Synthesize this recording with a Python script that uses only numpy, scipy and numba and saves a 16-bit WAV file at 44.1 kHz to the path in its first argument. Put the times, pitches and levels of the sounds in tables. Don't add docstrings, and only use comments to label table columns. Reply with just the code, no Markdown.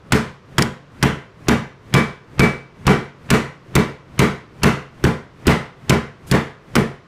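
import sys
import numpy as np
from scipy import signal
from scipy.fft import rfft, irfft
from scipy.io import wavfile
from scipy.ndimage import uniform_filter1d, minimum_filter1d
from numba import njit

SR = 44100
rng = np.random.default_rng(int(sys.argv[2]) if len(sys.argv) > 2 else 0)


def persist_wave(psi):
    counts = np.round(np.clip(psi, -1, 1) * 32767).astype(np.int16)
    wavfile.write(sys.argv[1], SR, np.atleast_2d(counts).T)


N = 311787
T = np.arange(int(0.7 * SR)) / SR


def undb(db):
    return 10 ** (np.asarray(db) / 20)


def unit(x):
    return x / np.sqrt(np.mean(x ** 2))


def at(points, hz):
    point_hz, value = np.transpose(points)
    return np.interp(np.log(np.maximum(hz, 1)), np.log(point_hz), value)


def colour(x, points):
    hz = np.arange(len(x) // 2 + 1) * SR / len(x)
    return unit(irfft(rfft(x) * undb(at(points, hz)), len(x)))


def band(x, lo_hz, hi_hz):
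    sos = signal.butter(2, [lo_hz, hi_hz], "band", fs=SR, output="sos")
    return unit(signal.sosfilt(sos, x))


def noise():
    return rng.standard_normal(len(T))


def fade(t60_s):
    return np.exp(-np.log(1000) * T / t60_s)


def rise(seconds):
    return 1 - np.exp(-(T / seconds) ** 2)


def add(out, start_s, x):
    i = max(int(start_s * SR), 0)
    out[i:i + len(x)] += x[:max(len(out) - i, 0)]


def ring(modes, scatter_db, detune):
    chance = rng.standard_normal((len(modes), 2))
    total = np.zeros(len(T))
    for (pitch_hz, level_db, t60_s), (weight, load) in zip(modes, chance):
        tone = np.sin(2 * np.pi * pitch_hz * (1 + detune * load) * T)
        total += undb(level_db + scatter_db * weight) * fade(t60_s) * tone
    return total


# start_s, force_db, wet_slap_db, slap_brightness_db, body_db
BLOWS = [(0.1217, -2, 5, 1, -0.5), (0.5821, -5, 4.5, -2, 0), (1.0271, -2.5, -0.5, 3, 0),
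         (1.4838, 0, -3, 2.5, -2.5), (1.9395, 2, -2.5, 2.5, 0), (2.394, 2, -2.5, 0.5, 4),
         (2.8672, 2.5, -6, 4, 3.5), (3.3032, 1.5, 4.5, 2, 2), (3.7535, -1.1, -1.5, 8, 4.5),
         (4.1917, 1.5, -0.5, 3.5, 2.5), (4.633, 2.1, -1.5, 6, -0.5), (5.0399, -4.1, -2.5, -1, 4.5),
         (5.4688, 3, -4.5, 5.5, -3), (5.8954, -1, -3.5, 8, 3), (6.3131, -0.5, -3, 13, 3),
         (6.7541, -3, -2, 0.5, 5.5)]
# time_s, level_db
MALLET_FREEDOM = [(0, -6), (1.5, 1), (2.1, 9.5), (3.8, 5.5), (4.7, -2), (7, -5)]


def pounding(out):
    walls = noise()
    for start_s, force_db, wet_db, bright_db, body_db in BLOWS:
        place = spot()
        bass_db = 0.44 * force_db
        add(out, start_s - 0.16, undb(-37.5) * swell())
        add(out, start_s - 0.017, undb(-13 + 1.5 * force_db) * touch())
        add(out, start_s - 0.0011, undb(3.5 + wet_db) * slap(place, bright_db))
        add(out, start_s - 0.00026, undb(6.5) * flex())
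        add(out, start_s + 0.00051, undb(bass_db) * counter())
        bottom_s = start_s + 0.0102
        knock_db = 0.79 * force_db + 0.34 * body_db
        add(out, bottom_s, undb(knock_db) * knock())
        mallet_db = force_db + np.interp(start_s, *np.transpose(MALLET_FREEDOM))
        add(out, bottom_s, undb(mallet_db) * mallet())
        echo = kitchen(walls, place, bass_db - force_db, body_db, treble_db=0.35 * wet_db)
        add(out, start_s + 0.006, undb(-6.5 + force_db) * echo)


def spot(ripple_db=2.0, spacing_hz=170):
    hz = np.linspace(0, SR / 2, num=2048)
    knots = rng.standard_normal(size=512)
    ripple = np.interp(hz / spacing_hz, np.arange(len(knots)), knots)
    return np.c_[hz + 1, ripple_db * np.minimum(hz / 1500, 1) * ripple]


# [dB per Hz, relative]
SLAP_COLOUR = [(100, 1), (400, -5), (750, 1.5), (1300, 5), (2300, 3.5), (3100, -0.5), (3900, -3.5),
               (4550, -3), (5400, -4.5), (6200, -6), (10000, -12.5), (15000, -19)]


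def slap(place, bright_db, grain_db=3.0, t60_s=0.018, thinning=0.62):
    grain = undb(grain_db * np.minimum(rng.exponential(size=len(T)), 4))
    clicks = colour(colour(noise() * grain, SLAP_COLOUR), place)
    tilt = [(1500, -thinning * bright_db), (3500, 0), (9000, (1 - thinning) * bright_db)]
    clicks = colour(clicks, tilt)
    squelch = undb(-22) * np.exp(-((T - 0.009) / 0.0025) ** 2)
    return clicks * rise(0.0022) * (fade(t60_s) + squelch)


# [dB per Hz, relative]
KNOCK_COLOUR = [(100, -2.5), (350, 8), (700, -3.5), (1200, 5), (2200, 1), (3200, -7), (5000, -19),
                (8000, -23), (15000, -38)]


def knock(t60_s=0.025):
    return colour(noise(), KNOCK_COLOUR) * rise(0.00069) * fade(t60_s)


# pitch_hz, level_db [relative], t60_s
MALLET_MODES = [(1157, -34, .3), (1506, -36, .3), (1937, -34, .33), (1972, -37, .33), (2083, -43, .45),
                (2298, -28, .37), (3043, -39, .3)]


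def mallet():
    return ring(MALLET_MODES, scatter_db=3.5, detune=0.0019)


# pitch_hz, level_db [relative], t60_s
FLEX_MODES = [(79, -10, 0.077), (131, -2.5, 0.049), (349, 4, 0.017)]


def flex():
    return rise(0.0055) * ring(FLEX_MODES, scatter_db=5.5, detune=0.012)


# pitch_hz, level_db [relative], t60_s
COUNTER_MODES = [(48.3, -24.5, 0.34), (76, -16.5, 0.32), (137.8, -11.5, 0.39), (164.3, -15, 0.33),
                 (183, -16.5, 0.31), (232.9, -8.5, 0.28), (301, -15, 0.29), (332, -23.5, 0.17),
                 (375.1, -17.5, 0.19), (401.4, -19, 0.19), (427, -22.5, 0.41), (507.5, -25.5, 0.43),
                 (590, -26, 0.38), (693, -33.5, 0.56), (843, -27, 0.34), (1006, -24.5, 0.41)]


def counter():
    return rise(0.0053) * ring(COUNTER_MODES, scatter_db=1.06, detune=0.00678)


def touch(thump_hz=135, rustle_db=-9, press_s=0.0075, t60_s=0.046):
    rustle = band(band(noise(), 100, 2700), 100, 2700)
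    bump = np.sin(2 * np.pi * thump_hz * T)
    return (bump + undb(rustle_db) * rustle) * rise(press_s) * fade(t60_s)


# [dB per Hz, relative]
SWELL_COLOUR = [(40, -4.5), (140, 6.5), (300, -4.5), (900, -16), (2000, -18), (4000, -29.5), (9000, -36.5),
                (15000, -46)]


def swell(peak_s=0.18, width_s=0.11):
    return colour(noise(), SWELL_COLOUR) * np.exp(-((T - peak_s) / width_s) ** 2)


# start_s, level_db
CLAPS = [(0.6205, 3)]
# [dB per Hz, relative]
CLAP_COLOUR = [(300, -11), (1500, -7.5), (3100, 2), (3800, -8), (4600, 2.5), (6500, -6), (10000, -9.5),
               (15000, -22)]


def board_claps(out, t60_s=0.017):
    for start_s, level_db in CLAPS:
        clap = colour(noise(), CLAP_COLOUR) * rise(0.0033) * fade(t60_s)
        add(out, start_s, undb(level_db) * clap)


# start_s, level_db
SWISHES = [(6.263, -42)]


def swishes(out, t60_s=0.37):
    for start_s, level_db in SWISHES:
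        hiss = band(noise(), 2500, 12000) * rise(0.0098) * fade(t60_s)
        add(out, start_s, undb(level_db) * hiss)


# [dB per Hz, relative]
ROOM_COLOUR = [(30, -14), (70, -2.5), (100, 4.5), (150, 11.5), (225, 9), (270, -4.5), (320, 0.5), (430, 4),
               (580, -7), (1100, -6), (2000, -7.5), (2500, -15), (3050, -16), (3900, -21), (4550, -23.5),
               (15000, -34)]
# pitch_hz, t60_s
ROOM_DECAY = [(50, 0.37), (150, 0.27), (400, 0.33), (1000, 0.39), (2200, 0.41), (4500, 0.39), (8000, 0.33),
              (15000, 0.16)]


def kitchen(walls, place, boom_db, body_db, treble_db, same=0.67, build_s=0.02):
    reflections = same * walls + np.sqrt(1 - same ** 2) * noise()
    spectrum = rfft(colour(reflections, ROOM_COLOUR))
    hz = np.arange(len(spectrum)) * SR / len(T)
    blow_colour = [(190, boom_db), (400, body_db), (900, 0), (2200, 0), (4000, treble_db)]
    spectrum = spectrum * undb(at(place, hz) + at(blow_colour, hz))
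    centres_hz, t60s = np.transpose(ROOM_DECAY)
    tail = np.zeros(len(T))
    for row, t60_s in zip(np.eye(len(centres_hz)), t60s):
        share = at(np.c_[centres_hz, row], hz)
        tail += irfft(spectrum * share, len(T)) * fade(t60_s)
    near = undb(3) * fade(0.096)
    return tail * rise(build_s) * (1 + near)


# [dB per Hz, relative]
HUSH_COLOUR = [(18, -52), (30, -13), (147, 2), (200, -6), (328, -8), (384, -5.5), (794, -17.5),
               (1060, -11.5), (1690, -19.5), (5580, -34.5), (15000, -62)]


def hush(level_db=-47.0):
    return undb(level_db) * colour(rng.standard_normal(N), HUSH_COLOUR)


def scene():
    out = np.zeros(N)
    pounding(out)
    board_claps(out)
    swishes(out)
    return (out + hush())[None]


@njit
def follow(x, release):
    out, level = np.empty(len(x)), 0.
    for i in range(len(x)):
        level = max(x[i], level * release)
        out[i] = level
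    return out


def record(dry, ceiling=1.01, release_s=0.016, ahead_s=0.0022, rail=1.3, top_hz=15300):
    window = 2 * max(int(ahead_s * SR), 1) + 1
    peak = follow(np.abs(dry[0]), np.exp(-1 / (release_s * SR)))
    lowest_gain = minimum_filter1d(ceiling / np.maximum(peak, ceiling), window)
    gain = uniform_filter1d(lowest_gain, window)
    rounded = rail * np.tanh(dry * gain / rail)
    low_pass = signal.ellip(8, 0.2, 70, top_hz, fs=SR, output="sos")
    return signal.sosfilt(low_pass, rounded)


dry = scene()
out = record(dry)
persist_wave(out)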